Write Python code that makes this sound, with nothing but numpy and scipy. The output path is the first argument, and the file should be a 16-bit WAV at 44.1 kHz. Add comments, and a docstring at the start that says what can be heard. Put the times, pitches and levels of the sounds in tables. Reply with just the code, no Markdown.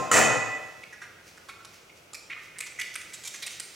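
"""Cracking an egg on a steel bowl

An egg is knocked on the rim in a hard-walled kitchen, while a lighter tap still rings out.
The shell caves in with a short crunch and the bowl rings. Thumbs then prise the shell open: small
fractures snap and sound the egg's hollow, each echoed by the stone counter, over quiet room noise."""
import sys
import numpy as np
from scipy import signal
from scipy.fft import rfft, irfft, next_fast_len
from scipy.io import wavfile

SR = 44100
rng = np.random.default_rng(int(sys.argv[2]) if len(sys.argv) > 2 else 0)


def dump_mix(stems):
    """Bounce the given channels to the path in sys.argv[1] as a 16-bit WAV at rate SR."""
    frames = np.atleast_2d(stems).T  # one column per channel
    limited = np.clip(frames, -1, 1)  # hard clip at full scale
    pcm = np.round(limited * 32767).astype(np.int16)
    wavfile.write(sys.argv[1], SR, pcm)


N = 165375
LEAD = int(.3 * SR)  # pre-roll that holds the light tap
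TIME = np.arange(-LEAD, N) / SR
CUTOFF_HZ = 16000


def from_db(db):
    """Decibels to gain."""
    return 10 ** (np.asarray(db) / 20)


def at_hz(curve, hz):
    """Read a curve on a log-frequency axis."""
    f, value = np.transpose(curve)
    return np.interp(np.log(np.maximum(hz, 1)), np.log(f), value)


def normalise(x, seconds):
    """Scale x to the energy of a sound of rms 1 that lasts so long."""
    return x * np.sqrt(seconds * SR / (np.sum(x ** 2) + 1e-20))


def eq(x, curve):
    """Minimum-phase EQ that follows a curve in dB."""
    size = 2 * next_fast_len(len(x) // 2 + 2048)
    cepstrum = irfft(np.log(from_db(at_hz(curve, np.fft.rfftfreq(size, 1 / SR)))))
    cepstrum[1:size // 2] *= 2
    cepstrum[size // 2 + 1:] = 0
    return irfft(rfft(x, size) * np.exp(rfft(cepstrum)))[:len(x)]


def resonate(x, hz, width_hz):
    """Resonant band-pass with unity gain at its peak."""
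    r = np.exp(-np.pi * width_hz / SR)
    feedback = [1, -2 * r * np.cos(2 * np.pi * hz / SR), r * r]
    return signal.lfilter(np.array([1, 0, -1]) * (1 - r * r) / 2, feedback, x + 1e-18)


def grains(size, per_s, spread_db=3):
    """Random clicks of uneven strength and polarity."""
    strength = from_db(spread_db * np.minimum(rng.exponential(1, size), 3))
    return (rng.random(size) < per_s / SR) * strength * rng.choice([-1, 1], size)


def pan(db):
    """Left and right gains; positive dB leans left."""
    gains = from_db(np.array([[db], [-db]]) / 2)
    return gains / gains.mean()


# Room tone EQ: f/Hz, level/dB
ROOM_TONE_EQ = [(18, -49), (30, -12), (90, 0.5), (189, 0.5), (252, -6.5), (303, 0), (526, -0.5),
                (584, -1.5), (1040, -9), (1350, -4), (1810, -12), (2410, -6.5), (4080, -15.5),
                (5900, -14.5), (16000, -25)]
# Room tone width: f/Hz, side minus mid/dB
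ROOM_TONE_WIDTH = [(100, -21), (290, -9.5), (640, -2.5), (3000, 0.5), (15000, -9)]

def room_tone():
    """A quiet, steady bed of dark noise, nearly mono in the bass."""
    mid, side = (normalise(eq(rng.standard_normal(len(TIME)), ROOM_TONE_EQ), len(TIME) / SR)
                 for _ in range(2))
    return from_db(-56.5) * (mid + eq(side, ROOM_TONE_WIDTH) * [[1], [-1]])


# Hits on the rim, light tap then knock: t/s, pre-mix levels of shell/dB, crunch/dB, thump/dB
HITS = [(-.2, -29.5, -30.5, -25.5), (.115, -19, -20, -19.5)]
# The egg's modes on the harder hit: f/Hz, level/dB, t60/s
EGG_MODES = [(585, -38, 0.033), (1320, -9, 0.044), (1800, -24, .02), (2960, -19.5, 0.017),
             (6300, -33, .012), (7070, -17.5, 0.065), (7900, -22, 0.032)]

def contact():
    """The attack: the egg meets the rim and ticks with its own short modes."""
    onsets, shell_db = np.transpose(HITS)[:2]
    ages = np.maximum(TIME - onsets[:, None], 0)
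    ticks = sum(from_db(db - 60 * np.minimum(ages / t60, 3)) * np.sin(2 * np.pi * hz * ages)
                for hz, db, t60 in EGG_MODES)
    return from_db(shell_db - shell_db.max()) @ ticks


# Midrange body of the caving shell: f/Hz, level/dB
SHELL_EQ = [(100, -37), (400, -30), (900, -8), (1130, -3.5), (1310, 4), (1560, -7.5), (1900, 4),
            (2250, -11), (2550, -2.5), (3300, -22), (5000, -41)]
# Its crisp top: f/Hz, level/dB
CRUNCH_EQ = [(2000, -12), (3600, -12), (5000, -10.5), (6000, -3.5), (7300, 2), (8200, -6), (9200, -10.5),
             (12000, -20), (15500, -49)]
# Its low-end weight: f/Hz, level/dB
THUMP_EQ = [(35, -57), (60, -43), (85, -16), (125, 0), (195, -9.5), (240, -2.5), (310, -2), (400, -2),
            (520, 4), (720, 2.5), (950, -4), (1600, -28)]

def crush(curve, level_column):
    """One layer of the rim sinking into the shell: a dense run of breaks that swells, then stops."""
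    swell_s, release_s = .071, .01
    out = 0
    for hit in HITS:
        age = TIME - hit[0]
        force = np.interp(age, [0, swell_s], [.71, 1], left=0)
        force *= np.exp(-np.maximum(age - swell_s, 0) / release_s)
        breaks = force * grains(len(TIME), per_s=1800, spread_db=3.5)
        out = out + from_db(hit[level_column]) * normalise(eq(breaks, curve), swell_s / 2)
    return out


# The steel bowl's modes, struck at two spots: f/Hz, tap level/dB, knock level/dB, t60/s
BOWL_MODES = [(612, -35, -32.5, 1.13), (695, -32, -35, 0.87), (761.5, -32, -28.5, 0.9),
              (1054, -29.5, -35.5, 1.13), (1258, -38.5, -38.5, 1.24), (1342, -44, -37, 1.3),
              (1822, -52, -55, 0.62), (1967, -59, -25.5, 0.88), (1975, -51, -28, 1.3),
              (2516, -51, -30, 1.1), (2605, -48, -42, 2.8), (3030, -39.5, -39.5, .85),
              (3055, -49, -32, 0.7), (3500, -49, -39, 0.95), (4110, -46, -53, 0.61), (4885, -36, -37, 0.38),
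              (5670, -48, -51, 0.4)]

def bowl():
    """Each mode blooms during the crush and beats with a weaker twin as it dies."""
    attack_s, beat_hz, twin_db = .046, 11.97, -4
    out = np.zeros(len(TIME))
    for hit, (onset, *_) in enumerate(HITS):
        age = TIME[TIME > onset] - onset
        attack = 1 - np.exp(-age / attack_s)
        for hz, *hit_db, t60 in BOWL_MODES:
            detune_hz = beat_hz * rng.uniform(.525, 1.566) * rng.choice([-1, 1])
            phase = 2 * np.pi * rng.random()
            mode = np.sin(2 * np.pi * hz * age)
            twin = from_db(twin_db) * np.sin(2 * np.pi * (hz + detune_hz) * age + phase)
            out[TIME > onset] += (mode + twin) * from_db(hit_db[hit] - 60 * age / t60) * attack
    return out


TOUCH_S = .577

def bowl_note():
    """One note of the bowl swells briefly and is choked."""
    full_s, hz = .522, 1978
    swell = np.interp(TIME, [full_s - .02, full_s, TOUCH_S - .006, TOUCH_S + .007], [0, 1, 1, 0])
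    return from_db(-33) * swell * np.sin(2 * np.pi * hz * TIME)


def hand_damping():
    """Gain that ducks the bowl's ring as a hand comes to rest on it."""
    return from_db(np.interp(TIME, [TOUCH_S, TOUCH_S + .014], [0, -7.5]))


# Fader ride of fingers shifting on the shell: t/s, level/dB
RUB_RIDE = [(.55, -58), (.82, -62.5), (1.05, -70), (1.22, -71), (1.28, -52), (1.33, -62.5), (1.68, -66),
            (1.745, -54), (1.8, -65), (1.93, -76), (1.975, -57.5), (2.04, -82), (2.4, -66), (2.435, -53),
            (2.5, -67.5), (3.0, -57), (3.3, -52.5), (3.74, -54)]
# Tone of their grit: f/Hz, level/dB
RUB_EQ = [(900, -19.5), (2000, 8.5), (3500, 2.5), (6000, 6), (9000, -3), (15000, -8.5)]

def rubbing():
    """Fingers and shell edges rub with a fine, gritty texture."""
    grit = normalise(eq(grains(len(TIME), per_s=3000), RUB_EQ), len(TIME) / SR)
    return from_db(np.interp(TIME, *np.transpose(RUB_RIDE))) * grit


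def counter_echo(x):
    """One quick reflection off the stone counter; its delay varies at random as the hands move."""
    gain, t = from_db(1), np.arange(len(x)) / SR
    delay_s = .0042 * (1 + .1994 * rng.uniform(-.991, 1))
    return (x + gain * np.interp(t - delay_s, t, x, left=0)) / np.hypot(1, gain)


# Shell fracture cues: t/s, length/s, hollow level/dB, hollow f/Hz, snap level/dB, snap f/Hz
FRACTURES = [(.835, 0.0017, -41.5, 2400, -55, 5600), (.926, 0.013, -41, 1920, -52.5, 5930),
             (1.015, 0.024, -37.5, 1620, -48, 5800), (1.376, 0.0013, -49.5, 1450, -56.5, 5900),
             (1.4865, 0.0098, -41, 1326, -45, 3360), (1.489, 0.017, -41, 2290, -50, 3320),
             (1.603, 0.0048, -50.5, 1380, -71, 6000), (1.648, 0.0024, -52.5, 1400, -46, 5800),
             (1.895, 0.0042, -50.5, 2160, -68, 5900), (2.133, .002, -53, 1260, -42.5, 7340),
             (2.145, 0.0049, -42, 2370, -38.5, 5900), (2.299, 0.019, -32.5, 2170, -56, 5000),
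             (2.329, 0.0024, -38, 2120, -79, 5000), (2.361, 0.025, -46, 1300, -66, 6000),
             (2.383, 0.014, -43.5, 2040, -65, 7000), (2.557, 0.01, -45, 1900, -65, 5870),
             (2.585, .002, -48, 2130, -37.5, 8300), (2.605, 0.0028, -34.5, 2170, -33.5, 7600),
             (2.621, 0.01, -38, 2120, -65, 8000), (2.662, 0.01, -42.5, 2120, -41.5, 6100),
             (2.788, 0.016, -29.5, 2060, -41, 6500), (2.798, 0.0023, -38, 2050, -36.5, 6360),
             (2.813, 0.0031, -31, 2160, -32.5, 3160), (2.939, 0.0056, -54, 2110, -42, 5940),
             (2.955, 0.0026, -33.5, 2160, -35, 8900), (3.013, 0.0025, -45, 2050, -45.5, 7400),
             (3.134, 0.013, -56, 2160, -37.5, 7600), (3.2363, 0.0033, -79, 2400, -43, 7500),
             (3.248, 0.016, -43, 2310, -36, 6900), (3.273, 0.0067, -43.5, 3440, -34.5, 7200),
             (3.339, 0.0093, -42, 2060, -39.5, 6460), (3.357, 0.0044, -54, 2040, -44, 7040),
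             (3.423, .012, -37, 2250, -33, 3760), (3.464, 0.0048, -42, 2700, -35.5, 8250),
             (3.473, .004, -41.5, 2150, -39, 3530), (3.502, .035, -49, 3100, -40, 6400),
             (3.5985, 0.0021, -45, 1950, -33, 8500)]
# Tone of the snap: f/Hz, level/dB
SNAP_EQ = [(150, -23), (500, -7.5), (850, -8.5), (1250, 2), (1700, -6), (3300, 6.5), (5000, 4), (6500, 3),
           (10000, 2.5), (13000, -6), (16000, -11)]

def fractures():
    """Each fracture is a spurt of tiny breaks: a bright snap of the shell and the ring of its hollow."""
    out, t = np.zeros(len(TIME)), np.arange(SR // 8) / SR
    for onset, length, hollow_db, hollow_hz, snap_db, snap_hz in FRACTURES:
        breaks = grains(len(t), per_s=7000)
        breaks[0] = 1  # a click right on the cue
        breaks *= np.exp(-(t / length) ** 2 / 2)
        skirt = signal.butter(2, [hollow_hz / 1.92, hollow_hz * 1.92], "band", fs=SR, output="sos")
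        hollow = signal.sosfilt(skirt, resonate(breaks, hollow_hz, width_hz=290))
        snap = eq(breaks + 1.9 * resonate(breaks, snap_hz, width_hz=970), SNAP_EQ)
        # Gentle fractures are duller: the low-pass closes an octave per 39 dB.
        top_hz = np.clip(15000 * 2 ** ((snap_db + 35) / 39), snap_hz, CUTOFF_HZ)
        snap = signal.sosfilt(signal.butter(2, top_hz, fs=SR, output="sos"), snap)
        crack = from_db(hollow_db) * normalise(counter_echo(hollow), seconds=.01)
        crack += from_db(snap_db) * normalise(counter_echo(snap), seconds=.01)
        start = LEAD + int(onset * SR)
        out[start:start + len(t)] += crack[:len(out) - start]
    return out


# Decay of the kitchen reverb: f/Hz, t60/s
REVERB_DECAY = [(100, 0.85), (500, 0.99), (2000, 1.063), (4000, 0.87), (7000, 0.78), (11000, 0.45),
                (16000, 0.37)]
# Its width: f/Hz, side minus mid/dB
REVERB_WIDTH = [(100, 6.5), (280, -3), (600, -8), (2000, -12), (7000, -11), (15000, -37)]

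def kitchen():
    """Stereo impulse response of the hard walls: it builds up, then dies faster in the treble."""
    build_s = .004
    t = np.arange(int(1.4 * SR)) / SR
    hz, centres = np.fft.rfftfreq(len(t), 1 / SR), np.geomspace(100, 16000, 12)
    noise, tail = rfft(rng.standard_normal((2, len(t)))), 0
    for centre, share in zip(centres, np.eye(len(centres))):
        mid, side = irfft(noise * at_hz(np.c_[centres, share], hz), len(t))
        band = mid + side * from_db(at_hz(REVERB_WIDTH, centre)) * [[1], [-1]]
        tail = tail + band * from_db(-60 * t / at_hz(REVERB_DECAY, centre))
    return normalise(tail * (1 - np.exp(-t / build_s)), 2 / SR)


# Stereo placement of the knock: f/Hz, left minus right/dB
KNOCK_PAN = [(100, 14), (220, 10), (380, 4.5), (700, 4.5), (1300, -.5), (2400, -3), (8000, -1),
             (15000, 1.5)]

def scene():
    """The mix: knock and prising share one reverb; the knock's bass leans left, the prising right."""
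    room = kitchen()
    reverb = lambda x: signal.fftconvolve(x[None], room, axes=1)[:, :len(TIME)]
    tick = contact()
    egg = crush(SHELL_EQ, level_column=1) + crush(CRUNCH_EQ, level_column=2)
    thump = crush(THUMP_EQ, level_column=3)
    ring = bowl() * hand_damping()
    direct = tick + egg + ring + bowl_note() + from_db(-9.5) * thump
    send = from_db(-9) * tick + egg + from_db(-.5) * ring + from_db(.5) * thump
    low_cut = signal.butter(2, 103, "high", fs=SR, output="sos")
    knock = signal.sosfilt(low_cut, direct + reverb(send))
    for channel in range(2):
        pan_eq = [(hz, 20 * np.log10(pan(db)[channel, 0])) for hz, db in KNOCK_PAN]
        knock[channel] = eq(knock[channel], pan_eq)
    prising = fractures() + rubbing()
    prising = pan(-2.2) * (prising + from_db(-4) * reverb(prising))
    return (knock + prising + room_tone())[:, LEAD:]


def record(dry):
    """Master chain: a soft clipper rounds the highest peaks, then a steep low-pass trims the top."""
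    ceiling = from_db(-6.5)
    rounded = dry / (1 + (dry / ceiling) ** 4) ** (1 / 4)
    return signal.sosfilt(signal.ellip(10, .2, 80, CUTOFF_HZ, fs=SR, output="sos"), rounded)


dry = scene()
out = record(dry)
dump_mix(out)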